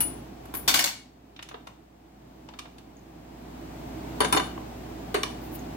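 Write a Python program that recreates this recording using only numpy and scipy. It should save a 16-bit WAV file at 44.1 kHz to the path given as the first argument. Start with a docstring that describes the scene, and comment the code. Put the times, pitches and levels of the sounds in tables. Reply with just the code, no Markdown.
"""Steel crowfoot wrenches clink and clatter on a wooden table in a small room.
One clinks against the rack, tumbles onto the table and is nudged into place. A drive handle is
pushed into its square hole with sharp clacks, then pulled out with a faint hiss and squeak.
Hard hits shake steel and wood together and leave the steel ringing; light touches only tick.
The room adds a short echo, dull air noise and the low hum of a motor."""
import sys
import numpy as np
from scipy import signal
from scipy.fft import rfft, irfft, next_fast_len
from scipy.io import wavfile

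SR = 44100
rng = np.random.default_rng(int(sys.argv[2]) if len(sys.argv) > 2 else 0)


def put_to_file(sound):
    """Save the sound as 16-bit audio at rate SR, in the file named by the first command-line argument."""
    columns = np.atleast_2d(sound).T  # one column per channel
    safe = np.clip(columns, -1, 1)
    whole_steps = np.round(safe * 32767)
    wavfile.write(sys.argv[1], SR, whole_steps.astype(np.int16))


N = 254016
TIME = np.arange(N) / SR
HIT_SAMPLES = 16384
HIT_TIME, HIT_HZ = np.arange(HIT_SAMPLES) / SR, np.fft.rfftfreq(HIT_SAMPLES, 1 / SR)
SIDES = np.array([[.5], [-.5]])   # splits a left-right difference between the ears


# wrench hits wrench: start_s, level_db, treble_db_per_octave, chatter_s, ring_db, neighbour_ring_db
CLINKS = [(.0045, -25, 1.5, .012, -19, -49.5), (.454, -49.5, -4, .007, -65.5, -70.5),
          (.5385, -37, -3.5, .004, -49.5, -52), (0.5473, -35.5, -.5, .01, -37, -36),
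          (.570, -38.5, 9, .007, -41, -40.5)]
# tone of a clink, from bass to treble: pitch_hz, level_db
CLINK_TONE = [(100, -11), (300, -6), (1200, 0.5), (2200, -6.5), (5000, -12.5), (8800, -7.5), (10000, -3),
              (11000, -2.5), (12000, 7), (13000, -7), (14200, -11.5), (15600, -9.5)]
# pitches that stand out in loose steel: pitch_hz, width_hz, full_boost_db
LOOSE_STEEL = [(1066, 72, 3.5), (1560, 32, 5.5), (2210, 21, 8.5), (2380, 30, 8), (2890, 45, 10),
               (3560, 36, 10), (4410, 71, 11), (4670, 20, 5.5), (4760, 19, 2.5), (5530, 69, 9.5),
               (6360, 40, 7), (6400, 35, 5), (7540, 84, -0.5), (8540, 70, 5), (11000, 50, 6.5),
               (11810, 56, 5), (12900, 50, 5), (13200, 50, 7), (13340, 70, 2), (15100, 50, 5.5)]
# notes of the neighbouring wrench: pitch_hz, level_db, fade_s
NEIGHBOUR_NOTES = [(7460, -19.5, 0.17), (10500, -12, 0.29), (11850, 3.5, 0.15), (12350, -11, 0.095),
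                   (14710, -4, .2), (15420, -15.5, .12)]

def clinks():
    """The wrench knocks against its neighbour on the rack, and both ring."""
    hits = steel_hits(CLINKS, CLINK_TONE, LOOSE_STEEL, boost_share=0.79, damping=0.95,
                      crack_db=-1.5, pan_db=-1.5, ring_pan_db=4.0, vary_db=0.5)
    return hits + pings([(s, ring_db) for s, *_, ring_db in CLINKS], NEIGHBOUR_NOTES)


# four bounces on the table: start_s, level_db, first_rattle_db
BOUNCES = [(.6773, -17.5, -27), (.7395, -19.5, -24), (.7906, -22, -29), (.8404, -24, -28.5)]
# tone of a bounce: pitch_hz, level_db
BOUNCE_TONE = [(80, -20), (250, -3), (420, -9), (700, -1.5), (1000, -2.5), (2000, -3.5), (4500, -2),
               (6500, -3), (8000, -5), (9000, -11), (12000, -9), (15000, -9), (16000, -19)]
# notes of the rack: pitch_hz, level_db, base_fade_s
RACK_NOTES = [(1502, -12, 0.11), (2250, -9.5, 0.2), (3410, -8.5, 0.12), (3500, -1.5, 0.11), (4270, -5, .16),
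              (4800, -4.5, .17), (5400, -6, .22), (6530, -5, .18)]

def tumble(chatter_s=.018, rattle_gap_s=0.016, rattle_chatter_s=.013):
    """The wrench bounces, each time more briefly. A dying rattle follows each bounce."""
    touches = []
    for n, (s, db, rattle_db) in enumerate(BOUNCES):
        touches.append((s, db, 0.06 * n, chatter_s * .68 ** n))   # a little brighter each time
        for k in range(4):   # each rattle is 5 dB softer than the last
            touches.append((s + rattle_gap_s * (k + 1), rattle_db - 5 * k, 0.2, rattle_chatter_s))
    # the wrench rings 13 dB below each touch, its neighbour 21 dB below, the rack 15 dB below
    rows = [(s, db, treble, chatter, db - 13, db - 21) for s, db, treble, chatter in touches]
    hits = steel_hits(rows, BOUNCE_TONE, LOOSE_STEEL, boost_share=0.84, damping=1.3,
                      crack_db=-1.5, pan_db=0.5, ring_pan_db=2.5, vary_db=3.0)
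    rack = pings([(s, db - 15) for s, db, *_ in rows], RACK_NOTES, damping=1.1)
    neighbour = pings([(s, ring_db) for s, *_, ring_db in rows], NEIGHBOUR_NOTES)
    return hits + rack + neighbour


# handle hits wrench: start_s, level_db, treble_db_per_octave, chatter_s, ring_db, handle_ring_db
CLACKS = [(4.2045, -19, 0.8, 0.014, -26.5, -37), (4.246, -26.5, 2.4, 0.0085, -43, -50),
          (4.3252, -20.5, 1.3, 0.012, -24, -26.5), (4.3485, -27.5, -3.5, 0.003, -48, -52),
          (4.366, -25.5, 0.5, 0.0017, -55, -58), (4.371, -22.5, 3, 0.0075, -45, -48),
          (4.396, -28, 1.5, 0.0053, -57, -50), (5.143, -22, 1.1, 0.019, -45, -35.5),
          (5.232, -28, 5, 0.0039, -40, -50)]
# tone of a clack: pitch_hz, level_db
CLACK_TONE = [(80, -9), (200, -11), (320, 4), (600, -1), (1500, -0.5), (2200, -9.5), (3500, -15.5),
              (5000, -18.5), (7000, -22.5), (10000, -30.5), (13000, -35), (16000, -70)]
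# pitches that stand out in steel pressed on wood: pitch_hz, width_hz, full_boost_db
PRESSED_STEEL = [(375, 30, 3.7), (431, 43, 9), (757, 48, 7.5), (1000, 73, 5.2), (1173, 49, 8.9),
                 (1570, 78, 4), (2296, 120, 6.4), (2930, 130, 12.2), (3595, 59, 15.2), (4380, 72, 12.5),
                 (6500, 190, 0.94)]
# notes of the drive handle: pitch_hz, level_db, base_fade_s
HANDLE_NOTES = [(8580, -5, 0.2), (10880, -15, 0.19), (12500, -9, 0.1), (14400, -20, .08), (15400, -22, .1)]

def handle_clacks(crack_low_hz=5000):
    """The handle meets the square hole and rocks the wrench on the wood."""
    out = steel_hits(CLACKS, CLACK_TONE, PRESSED_STEEL, boost_share=1.0, damping=2.5,
                     crack_db=2.5, pan_db=0.8, ring_pan_db=14.5, vary_db=3.0)
    out += pings([(s, ring_db) for s, *_, ring_db in CLACKS], HANDLE_NOTES, damping=0.8)
    # bare steel on steel adds a short, bright crack that grows with the ringing
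    treble = 1 / np.sqrt(1 + (crack_low_hz / (HIT_HZ + 20)) ** 4)
    for s, *_, ring_db, handle_ring_db in CLACKS:
        strength = from_db(ring_db - 27) + from_db(handle_ring_db - 9)
        add(out, s, strength * knock(treble, chatter_s=.0009, crack_db=0, vary_db=4.0))
    return out


# notes of the wrench being handled: pitch_hz, level_db, base_fade_s
WRENCH_NOTES = [(2890, -20, .2), (9860, -0.5, 0.22), (9670, -8.5, 0.045), (11930, -21.5, 0.13),
                (15340, -18, .14)]

def steel_hits(rows, tone, peaks, boost_share, damping, crack_db, pan_db, ring_pan_db, vary_db):
    """Each hit shakes steel and table together and leaves the wrench ringing. Positive pan is left."""
    out = np.zeros((2, N))
    body = tone_curve(tone, [(hz, width, db * boost_share) for hz, width, db in peaks], HIT_HZ)
    octaves = np.log2(np.maximum(HIT_HZ, 300) / 300)
    for s, db, treble_db, chatter_s, ring_db, _ in rows:
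        thud = knock(body * from_db(treble_db * octaves), chatter_s, crack_db, vary_db)
        ring = ringing(WRENCH_NOTES, vary_db=0.0, damping=damping)
        add(out, s, from_db(db + pan_db * SIDES) * thud)
        add(out, s, from_db(ring_db + ring_pan_db * SIDES) * ring)
    return out


# snaps of the locking ball: start_s, level_db
SNAPS = [(4.326, -21), (4.3485, -23), (5.232, -22)]
# notes of a snap: pitch_hz, level_db, fade_s
SNAP_NOTES = [(3580, -1.5, 0.037), (5300, -8.5, 0.053), (5860, -3, 0.016), (6830, -12, 0.022),
              (7680, -11, 0.031)]

def ball_snaps():
    """The spring-loaded ball in the handle snaps and rings briefly."""
    return pings(SNAPS, SNAP_NOTES)


# light touches on the table: start_s, level_db, lowest_hz, highest_hz
NUDGES = [(1.362, -52, 2490, 5900), (1.3905, -44.5, 1700, 4000), (1.425, -44, 2100, 11900),
          (1.4875, -47.5, 2010, 14000), (1.512, -46, 507, 3560), (1.5415, -41, 396, 3700),
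          (1.670, -44.5, 600, 13900), (2.487, -47.5, 700, 6800), (2.536, -51, 910, 5060),
          (2.589, -39.5, 1740, 11900), (2.654, -50, 500, 4500), (2.782, -54.5, 2000, 13000),
          (4.576, -40.5, 400, 2420)]
# tone of a light touch: pitch_hz, level_db
NUDGE_TONE = [(100, -23), (400, 8.5), (1000, 10.5), (1900, -2), (2800, 1), (4200, -5), (6000, -6.5),
              (9000, -12.5), (13000, -16), (16000, -16)]

def nudges(pan_db=-1.0, tick_hz=3680, tick_width_hz=160, tick_db=6, boost_share=0.28):
    """Fingers slide the wrench into place and stop it ringing, so it only ticks."""
    out = np.zeros((2, N))
    peaks = [(hz, width, db * boost_share) for hz, width, db in PRESSED_STEEL]
    body = tone_curve(NUDGE_TONE, [(tick_hz, tick_width_hz, tick_db)] + peaks, HIT_HZ)
    for s, db, low_hz, high_hz in NUDGES:
        band = 1 / np.sqrt((1 + (low_hz / (HIT_HZ + 20)) ** 4) * (1 + (HIT_HZ / high_hz) ** 8))
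        tick = knock(body * band, chatter_s=0.0058, crack_db=-0.5, vary_db=1.0)
        add(out, s, from_db(db + pan_db * SIDES) * tick)
    return out


# tiny slips: start_s, level_db
SLIPS = [(2.968, -56), (2.993, -60), (5.592, -46)]
# notes of a squeak: pitch_hz, level_db, fade_s
SQUEAK_NOTES = [(6480, 7.5, .02), (6800, 1, .02), (6850, -8, .02)]

def squeaks():
    """Steel slips for an instant and gives a high squeak."""
    return pings(SLIPS, SQUEAK_NOTES)


# faint brushing strokes: middle_s, half_length_s, level_db
BRUSHES = [(5.45, 0.034, -50), (5.54, 0.022, -44), (5.556, 0.0085, -38.5)]

def brushing(low_hz=12000, body_db=-11):
    """A thin hiss as the handle is drawn away."""
    noise = rng.standard_normal((2, N))
    hiss = signal.sosfilt(signal.butter(2, low_hz, "high", fs=SR, output="sos"), noise)
    strokes = sum(from_db(db) * np.exp(-((TIME - s) / half_s) ** 2) for s, half_s, db in BRUSHES)
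    return rms_one(hiss + from_db(body_db) * noise) * strokes


def pings(rows, notes, damping=1):
    """Ringing without a knock, once for each (start_s, level_db)."""
    out = np.zeros((2, N))
    for s, db in rows:
        add(out, s, from_db(db) * ringing(notes, vary_db=0.5, damping=damping))
    return out


def ringing(notes, vary_db, damping, detune=0.0034):
    """Steel rings. Each note falls 60 dB in its fade time divided by damping (pressure on the steel)."""
    out = np.zeros((2, HIT_SAMPLES))
    for hz, db, fade_s in notes:
        shifted_hz = hz * (1 + detune * rng.standard_normal())   # each touch bends the pitch a little
        phase = rng.uniform(0, 2 * np.pi) + np.pi / 2 * SIDES
        level_db = db + vary_db * rng.standard_normal((2, 1)) - 60 * HIT_TIME * damping / fade_s
        out += from_db(level_db) * np.sin(2 * np.pi * shifted_hz * HIT_TIME + phase)
    return out * (1 - np.exp(-HIT_TIME * SR / 10))


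def contact_force(chatter_s, crack_db, crack_s=0.00041, uneven_db=1.5):
    """The push of a hit: a hard first crack, then a dying chatter of tiny, uneven bounces."""
    steps = np.arange(0, HIT_SAMPLES, SR // 1000)
    wobble = np.interp(np.arange(HIT_SAMPLES), steps, rng.standard_normal(len(steps)))
    bounces = from_db(uneven_db * wobble) * np.exp(-HIT_TIME / chatter_s)
    chatter = rms_one(rng.standard_normal((2, HIT_SAMPLES)) * bounces)
    crack = rms_one(rng.standard_normal((2, HIT_SAMPLES)) * np.exp(-HIT_TIME / crack_s))
    rise = 1 - np.exp(-HIT_TIME / 0.0015)   # the faces take a moment to meet fully
    return rms_one((chatter + from_db(crack_db) * crack) * rise) / np.sqrt(HIT_SAMPLES)


# how alike a hit is in both ears: pitch_hz, likeness (1 = the same, 0 = unrelated)
HIT_LIKENESS = [(150, 1), (400, 0.41), (1000, 0.044), (2500, 0.1), (6000, 0.062), (15000, 0.1)]

def knock(body, chatter_s, crack_db, vary_db, right_delay_s=0.000449):
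    """A push shakes an object. Each spot struck favours other pitches; the left ear hears it first."""
    steps_hz = np.linspace(0, np.sqrt(SR / 2), 70) ** 2
    spot = from_db(vary_db * np.interp(HIT_HZ, steps_hz, rng.standard_normal(len(steps_hz))))
    delay = np.exp(2j * np.pi * HIT_HZ * right_delay_s * (SIDES - .5))
    force = two_ears(rfft(contact_force(chatter_s, crack_db)), HIT_LIKENESS, HIT_HZ) * delay
    fade = np.minimum(np.linspace(4, 0, HIT_SAMPLES), 1) ** 2
    sound = irfft(force * ring_after(body * spot)) * fade
    return rms_one(sound) * np.sqrt(.025 * SR / HIT_SAMPLES)   # as much energy as 25 ms at level 1


# time the echo takes to fall 60 dB: pitch_hz, fade_s
ECHO_FADE = [(150, 0.13), (1000, 0.36), (4000, 0.41), (8000, 0.33), (15000, 0.2)]
# strength of the echo: pitch_hz, level_db
ECHO_LEVEL = [(150, -8), (1000, -5.5), (4000, -7), (8000, -7.5), (15000, -10)]
# how alike echo and air noise are in both ears: pitch_hz, likeness
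ROOM_LIKENESS = [(60, 0.93), (150, 0.92), (300, 1), (500, -0.13), (950, -0.14), (2400, 0.15), (6000, -0.38),
                 (15000, 0.96)]

def room_echo(sound, build_s=0.004):
    """Reflections build up quickly and die soonest in the bass and the highest treble."""
    t = np.arange(SR * 3 // 4) / SR
    edges_hz = 80 * 2 ** np.arange(9.0)
    tail = 0
    for low, high in zip(edges_hz, edges_hz[1:]):
        hz = np.sqrt(low * high)
        octave = signal.butter(2, [low, high], "band", fs=SR, output="sos")
        band = two_ears(signal.sosfilt(octave, rng.standard_normal((2, len(t)))), ROOM_LIKENESS, hz)
        fade = from_db(-60 * t / at_hz(ECHO_FADE, hz)) * (1 - np.exp(-(t / build_s) ** 2))
        tail += from_db(at_hz(ECHO_LEVEL, hz)) * band * fade / np.sqrt(np.sum(fade ** 2))
    return signal.fftconvolve(sound, tail, axes=1)[:, :N]


# rise and fall of the background: time_s, relative_level_db
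BACKGROUND_SWELL = [(0.0, -39), (0.34, -46), (0.74, -42), (0.9, -52.5), (1.11, -55.5), (1.59, -52),
                    (1.92, -55.5), (2.39, -50.5), (2.95, -51), (3.26, -48), (3.51, -43.5), (4.3, -36.5),
                    (4.59, -40.5), (5.76, -39.5)]
# tone of the air noise: pitch_hz, level_db
AIR_TONE = [(20, -34), (40, -16.5), (55, -24), (80, -12), (114, -6.5), (160, -6), (256, -6.5), (400, -12),
            (545, -14.5), (700, -9), (1290, -22), (3000, -28.5), (7700, -36.5), (10100, -44), (16000, -39)]
# pitches the room colours: pitch_hz, width_hz, boost_db
ROOM_PEAKS = [(122, 17, 2.5), (227, 8.6, -0.5), (258.5, 19, 6.5), (321.7, 13, 10), (411, 42, 4)]

def background(hum_hz=58.4, hum_db=-8, gain_db=1.0, pan_db=-0.5):
    """Dull air noise and a motor's hum; both sink after the tumble and slowly swell again."""
    hz = np.fft.rfftfreq(N, 1 / SR)
    noise = two_ears(rfft(rng.standard_normal((2, N))), ROOM_LIKENESS, hz)
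    air = rms_one(irfft(noise * tone_curve(AIR_TONE, ROOM_PEAKS, hz), N))
    hum = from_db(hum_db) * np.sqrt(2) * np.sin(2 * np.pi * hum_hz * TIME)
    swell_db = np.interp(TIME, *np.transpose(BACKGROUND_SWELL))
    return (air + hum) * from_db(gain_db + swell_db + pan_db * SIDES)


def from_db(db):
    return 10 ** (np.asarray(db) / 20)


def rms_one(x):
    return x / np.sqrt(np.mean(x ** 2) + 1e-20)


def at_hz(table, hz):
    """Read between the rows of a table, with every octave equally wide."""
    known_hz, values = np.transpose(table)
    return np.interp(np.log(np.maximum(hz, 1)), np.log(known_hz), values)


def add(out, start_s, sound):
    """Mix a sound in at its start time."""
    start = round(start_s * SR)
    out[:, start:start + sound.shape[1]] += sound[:, :N - start]


def tone_curve(tone, peaks, hz):
    """How strongly an object answers at each pitch: a broad tone with narrow peaks on top."""
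    lift = sum((from_db(db) ** 2 - 1) / (1 + (2 * (hz - centre) / width) ** 2)
               for centre, width, db in peaks)
    return from_db(at_hz(tone, hz)) * np.sqrt(np.maximum(1 + lift, 0.1))


def ring_after(gain):
    """Turn a tone curve into a filter that rings only after the hit (minimum phase)."""
    log_gain = np.log(np.r_[gain, gain[-2:0:-1]])
    return np.exp(np.conj(signal.hilbert(log_gain)))[:len(gain)]


def two_ears(pair, likeness, hz):
    """Blend two unrelated noises into left and right."""
    alike = np.clip(at_hz(likeness, hz), -.99, .99)
    return (np.sqrt(1 + alike) * pair[0] + np.sqrt(1 - alike) * pair[1] * [[1], [-1]]) / np.sqrt(2)


def scene():
    """All the steel, its echo and the room's own noise."""
    steel = clinks() + tumble() + handle_clacks() + ball_snaps() + nudges() + squeaks() + brushing()
    return steel + room_echo(steel) + background()


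# how much louder the left microphone is than the right: pitch_hz, difference_db
MIC_BALANCE = [(60, -1.5), (200, 0.5), (330, -5), (650, 3.5), (1200, 0.5), (4400, 0.5), (8000, 2.5),
               (15000, 6.5)]

def record(dry, cutoff_hz=15750):
    """The two microphones differ in tone; loud peaks are rounded and the highest treble is cut."""
    size = next_fast_len(N + HIT_SAMPLES)
    balance_db = at_hz(MIC_BALANCE, np.fft.rfftfreq(size, 1 / SR))
    heard = irfft(rfft(dry, size) * from_db(balance_db * SIDES), size)[:, :N]
    treble_cut = signal.ellip(10, .1, 90, cutoff_hz, fs=SR, output="sos")
    return signal.sosfilt(treble_cut, np.tanh(heard))


dry = scene()
out = record(dry)
put_to_file(out)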